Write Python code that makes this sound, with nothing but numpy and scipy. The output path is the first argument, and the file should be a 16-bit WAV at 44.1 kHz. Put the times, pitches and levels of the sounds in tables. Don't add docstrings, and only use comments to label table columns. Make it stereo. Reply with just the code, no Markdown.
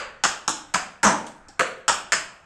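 import sys
import numpy as np
from scipy import signal
from scipy.io import wavfile
from scipy.ndimage import uniform_filter1d, minimum_filter1d

SR = 44100
rng = np.random.default_rng(int(sys.argv[2]) if len(sys.argv) > 2 else 0)


def pcm_store(signal):
    levels = np.round(np.clip(np.atleast_2d(signal), -1, 1) * 32767)
    wavfile.write(sys.argv[1], SR, levels.astype(np.int16).T)


def how_loud(loudness_db):
    steps = np.asarray(loudness_db, float) / 20
    return 10 ** steps


N = 108045

# (pitch [Hz], level [dB per Hz])
HUSH_COLOUR = [(15, -3), (25, 3.5), (231, -10.5), (351, -15), (1520, -3.5), (2630, -17), (2850, -33.5),
               (7500, -24.5), (13000, -46)]
# (pitch [Hz], time to fall by 60 dB [s])
RING_TIMES = [(60, 0.52), (200, 0.7), (500, 0.64), (1200, 0.46), (3000, 0.47), (7000, 0.31), (11000, 0.4)]
# (pitch [Hz], likeness [0-1])
LIKENESS = [(60, 1), (300, 0.77), (700, 0.51), (1500, 0.067), (4000, 0.033), (12000, 0.1)]
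# (delay [s], left level [dB], right level [dB])
WALL_ECHOES = [
    (.0036, 3, 4),
    (.0048, -4, -3),
    (.0075, -1, -1),
    (.0105, -2, -3),
    (.0145, 1, 1),
    (.018, 2, 1),
    (.021, 1, 1),
]
SLAB_BOOMS = [-66, -76, -42, -42, -45, -30, -29.5, -80, -78, -46, -44, -68, -80]
# (time [s], thud pitch [Hz], thud level [dB], crack pitch [Hz], crack level [dB])
STRIKES = [(-0.035, 254, -33, 2480, -27.5), (0.2367, 432, -36, 2800, -24), (0.4785, 318, -22, 3180, -31.5),
           (0.7392, 195, -23, 2417, -33), (0.7434, 180, -47, 2310, -25), (1.0308, 312, -11.5, 2480, -36),
           (1.0463, 223.5, -10, 3020, -31), (1.2667, 303, -96.5, 3560, -47),
           (1.4849, 300, -41.5, 3740, -58.5), (1.594, 700, -16, 2570, -26.5),
           (1.8799, 432, -43, 2920, -22.5), (2.1211, 203, -30, 2592, -24.5), (0.754, 300, -33, 2400, -68)]
# (low pitch [Hz], low level [dB], high pitch [Hz], high level [dB])
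BOARD_KNOCKS = [(583, -17, 1310, -18), (918, -19.5, 1350, -13), (915, -24, 1270, -18.5),
                (997, -16.5, 1500, -28.5), (764, -19, 1420, -16), (964, -5.5, 1500, -9.5),
                (662, -14.5, 1050, -7.5), (800, -74, 1000, -73), (810, -41, 1600, -57),
                (528, -10, 1390, -13.5), (954, -19, 1290, -12), (700, -23, 1520, -14),
                (778, -25.5, 1400, -34.5)]
# (low pitch [Hz], low level [dB], high pitch [Hz], high level [dB])
PLATE_PINGS = [(4810, -27.5, 7060, -30.5), (5500, -22, 6910, -14.5), (5630, -21, 6970, -16),
               (5230, -21.5, 7160, -21), (5120, -24, 6400, -24), (5830, -20.5, 7600, -14.5),
               (6200, -16, 6560, -21), (7000, -52, 8150, -41.5), (5700, -47, 7300, -46.5),
               (4520, -27, 7620, -22.5), (5620, -19.5, 7260, -14.5), (5330, -19, 7080, -15.5),
               (5000, -37, 3100, -56)]
# (low pitch [Hz], low depth [0-1], high pitch [Hz], high depth [0-1])
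CANCEL_DIPS = [(1960, 0.06, 5200, 0), (2190, 0.55, 4050, 0.28), (2010, .97, 4630, 1),
               (2130, 0.36, 4980, 0.9), (1970, 0.44, 4200, .7), (1960, 0.15, 3800, 0),
               (2000, 0, 4630, 0.93), (2000, 0.07, 3800, 0.64), (2000, .1, 4000, 0.25),
               (1060, 0.1, 8100, 0.45), (2100, .6, 4050, 0.5), (2070, 0.17, 3760, 0.4), (2100, 0, 4000, .1)]
MODE_WIDTHS = (0.32, 0.18, 0.68, 0.7, 0.15, 0.36)
MODE_SIGNS = (1, 1, 1, -1, 1, 1)
# (pitch [Hz], gain [dB])
MIC_COLOUR = [(40, 12), (300, 6), (2000, 8.5), (4000, 10), (8400, 5.5), (9000, 0.5), (11000, 4.5),
              (13000, -3.5)]
# (pitch [Hz], left minus right [dB])
SIDE_TILT = [(60, 4.0), (150, 7), (360, 2.5), (890, 3.5), (2190, 0.5), (5380, -2.0), (13200, -3)]

HUSH_DB = -62.5
RIGHT_LAG_S, RATTLE_S = 0.00013, 0.0027
FIRST_TOUCH, CONTACT_GAIN = 0.3, 1.3
ECHO_DULL_S, ECHO_TOP_HZ, SCATTER_S = 0.0079, 9700, 0.0005
ROOM_DB, ROOM_RISE_S = 5.5, 0.007
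LATE_DB, LATE_STRETCH = -17, 1.7
BOOM_HZ, BOOM_T60_S, BOOM_LAG_S = 60.5, 0.099, 0.026
BLOW_LOW_HZ = 139
DIP_SHARPNESS = 5
LEAD = SR // 4
EDGE_HZ = 13700
PATCHY_HZ, PATCH_BINS, PATCH_FRAMES, PATCH_KEPT = 8800, 8, 6, 0.45
LIMIT_DB, RATIO, RECOVER_DB_PER_S, CEILING = -19.5, 3.2, 27.5, 0.97


def evened(x):
    return x / np.sqrt(np.mean(x ** 2) + 1e-20)


def read(points, hz):
    f, value = np.transpose(points)
    return np.interp(np.log(hz + 1), np.log(f + 1), value)


def causal(points, size=4096):
    log_gain = np.log(how_loud(read(points, abs(np.fft.fftfreq(size, 1 / SR)))))
    spectrum = np.exp(np.conj(signal.hilbert(log_gain)))
    return np.fft.ifft(spectrum).real[:size // 2]


def pair(shape, hz):
    a, b, c, d = rng.standard_normal((4,) + shape)
    same = np.clip(read(LIKENESS, hz), 0, 1)[:, None]
    left, other = a + 1j * b, c + 1j * d
    return np.array([left, same * left + np.sqrt(1 - same ** 2) * other])


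def hush():
    frames, hz = N // 256 + 5, np.fft.rfftfreq(1024, 1 / SR)
    patches = uniform_filter1d(rng.standard_normal((513, frames)), 8, axis=0)
    patches = evened(uniform_filter1d(patches, 12, axis=1))
    level_db = read(HUSH_COLOUR, hz)[:, None] + 2.9 * patches
    z = pair(patches.shape, hz) * how_loud(level_db)
    noise = signal.istft(z, nperseg=1024, noverlap=768)[1][:, :N]
    return how_loud(HUSH_DB) * evened(noise)


def room_tail():
    hz, t = np.fft.rfftfreq(256, 1 / SR), np.arange(SR // 64 + 1) * 64 / SR
    t60 = read(RING_TIMES, hz)[:, None]
    early_power = how_loud(-120 * t / t60)
    late_power = how_loud(2 * LATE_DB - 120 * t / (t60 * LATE_STRETCH))
    fall = np.sqrt(early_power + late_power)
    tail = signal.istft(pair(fall.shape, hz) * fall, nperseg=256, noverlap=192)[1]
    tail *= 1 - np.exp(-(np.arange(tail.shape[1]) / SR / ROOM_RISE_S) ** 2)
    return tail * how_loud(ROOM_DB) / np.linalg.norm(tail[0])


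def wall_echo(delay_s):
    echo = np.zeros((2, 128))
    spots = np.minimum(rng.random((2, 3)) * SCATTER_S * SR, 63).astype(int)
    np.put_along_axis(echo, spots, rng.choice([-1., 1.], (1, 3)) / np.sqrt(3), 1)
    top_hz = ECHO_TOP_HZ / (1 + (delay_s / ECHO_DULL_S) ** 2)
    r = np.exp(-2 * np.pi * top_hz / SR)
    return signal.lfilter([1 - r], [1, -r], echo)


def contact():
    x = np.zeros((2, 256))
    place, size, skew = rng.random((3, 6))
    at = (place * RATTLE_S * SR).astype(int)
    lag = np.round(2 * skew * RIGHT_LAG_S * SR).astype(int)
    for side in (0, 1):
        x[side, np.minimum(at + side * lag, 255)] = 2 * size - 1
    x[:, 0] = FIRST_TOUCH
    return CONTACT_GAIN * x / np.linalg.norm(x, axis=1, keepdims=True)


def room():
    path = room_tail()
    path[:, :256] += contact()
    for delay_s, *db in WALL_ECHOES:
        shift = rng.uniform(-0.9, 1)
        at = round(delay_s * SR * (1 + 0.08 * shift))
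        path[:, at:at + 128] += how_loud(np.array(db))[:, None] * wall_echo(delay_s)
    return path


def boom(db):
    t = np.arange(SR // 2) / SR
    rise = 1 - np.exp(-(t / BOOM_LAG_S) ** 2)
    side_phase = np.array([[0], [0.15]])
    swing = np.sin(2 * np.pi * (BOOM_HZ * t + rng.random() + side_phase))
    return how_loud(db - 60 * t / BOOM_T60_S) * rise * swing


def ring(hz, db, width):
    t, damp = np.arange(4096) / SR, np.pi * hz * width
    envelope = 32 * damp ** 2 / SR * t * np.exp(-damp * t)
    return how_loud(db) * envelope * np.sin(2 * np.pi * hz * t)


def dip(x, hz, depth):
    band = signal.lfilter(*signal.iirpeak(hz, DIP_SHARPNESS, SR), x)
    return x - np.clip(depth, 0, 1) * band


def strike(modes, dips):
    hit = sum(sign * ring(hz, db, width)
              for (hz, db), width, sign in zip(modes, MODE_WIDTHS, MODE_SIGNS))
    hit = dip(dip(hit, *dips[:2]), *dips[2:])
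    board = signal.butter(3, BLOW_LOW_HZ, "high", fs=SR, output="sos")
    return signal.sosfilt(board, hit)


def taps():
    out = np.zeros((2, N + LEAD + 2 * SR))
    parts = zip(STRIKES, BOARD_KNOCKS, PLATE_PINGS, SLAB_BOOMS, CANCEL_DIPS)
    for (s, thud_hz, thud_db, *crack), knock, ping, boom_db, dips in parts:
        modes = np.reshape([thud_hz, thud_db, *knock, *crack, *ping], (-1, 2))
        heard = signal.fftconvolve(strike(modes, dips)[None], room(), axes=1)
        low, at = boom(boom_db), LEAD + round(s * SR)
        out[:, at:at + heard.shape[1]] += heard
        out[:, at:at + low.shape[1]] += low
    return out[:, LEAD:LEAD + N]


def scene():
    return hush() + taps()


def microphone(x):
    ports = []
    for side in (1, -1):
        tilt = [(f, side * db / 2) for f, db in SIDE_TILT]
        ports.append(signal.oaconvolve(causal(MIC_COLOUR), causal(tilt))[:2048])
    x = signal.oaconvolve(x, np.array(ports), axes=1)[:, :N]
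    return signal.oaconvolve(x, signal.firwin(255, EDGE_HZ, fs=SR)[None], "same", axes=1)


def gain_control(x):
    power = signal.lfilter([1 / 900], [1, 1 / 900 - 1], (x ** 2).mean(0))
    power_db = 10 * np.log10(abs(power) + 1e-12)
    fall = np.arange(N) * RECOVER_DB_PER_S / SR
    held_db = np.maximum.accumulate(power_db + fall) - fall
    over_db = np.maximum(held_db - LIMIT_DB, 0)
    return x / how_loud(-uniform_filter1d(over_db, 64) / max(RATIO, 1))


def patchy_top(x):
    hz, t, z = signal.stft(x, SR, nperseg=512)
    kept = rng.random((len(hz) // PATCH_BINS + 1, len(t) // PATCH_FRAMES + 1)) < PATCH_KEPT
    kept = np.kron(kept, np.ones((PATCH_BINS, PATCH_FRAMES)))[:len(hz), :len(t)]
    level = (abs(z) ** 2).sum((0, 1))
    attack = level > 2 * np.roll(level, 3)
    gain = np.where((hz[:, None] < PATCHY_HZ) | attack, 1, 0.85 * kept + 0.03)
    return signal.istft(z * gain, SR, nperseg=512)[1][:, :N]


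def peak_limiter(x):
    room_left = np.minimum(CEILING / (abs(x).max(0) + 1e-9), 1)
    return x * uniform_filter1d(minimum_filter1d(room_left, size=129), size=65)


def roll_off(x):
    return signal.sosfilt(signal.butter(12, 13810, fs=SR, output="sos"), x)


def record(dry):
    x = gain_control(microphone(dry))
    mix = peak_limiter(patchy_top(x))
    return roll_off(mix)


dry = scene()
out = record(dry)
pcm_store(out)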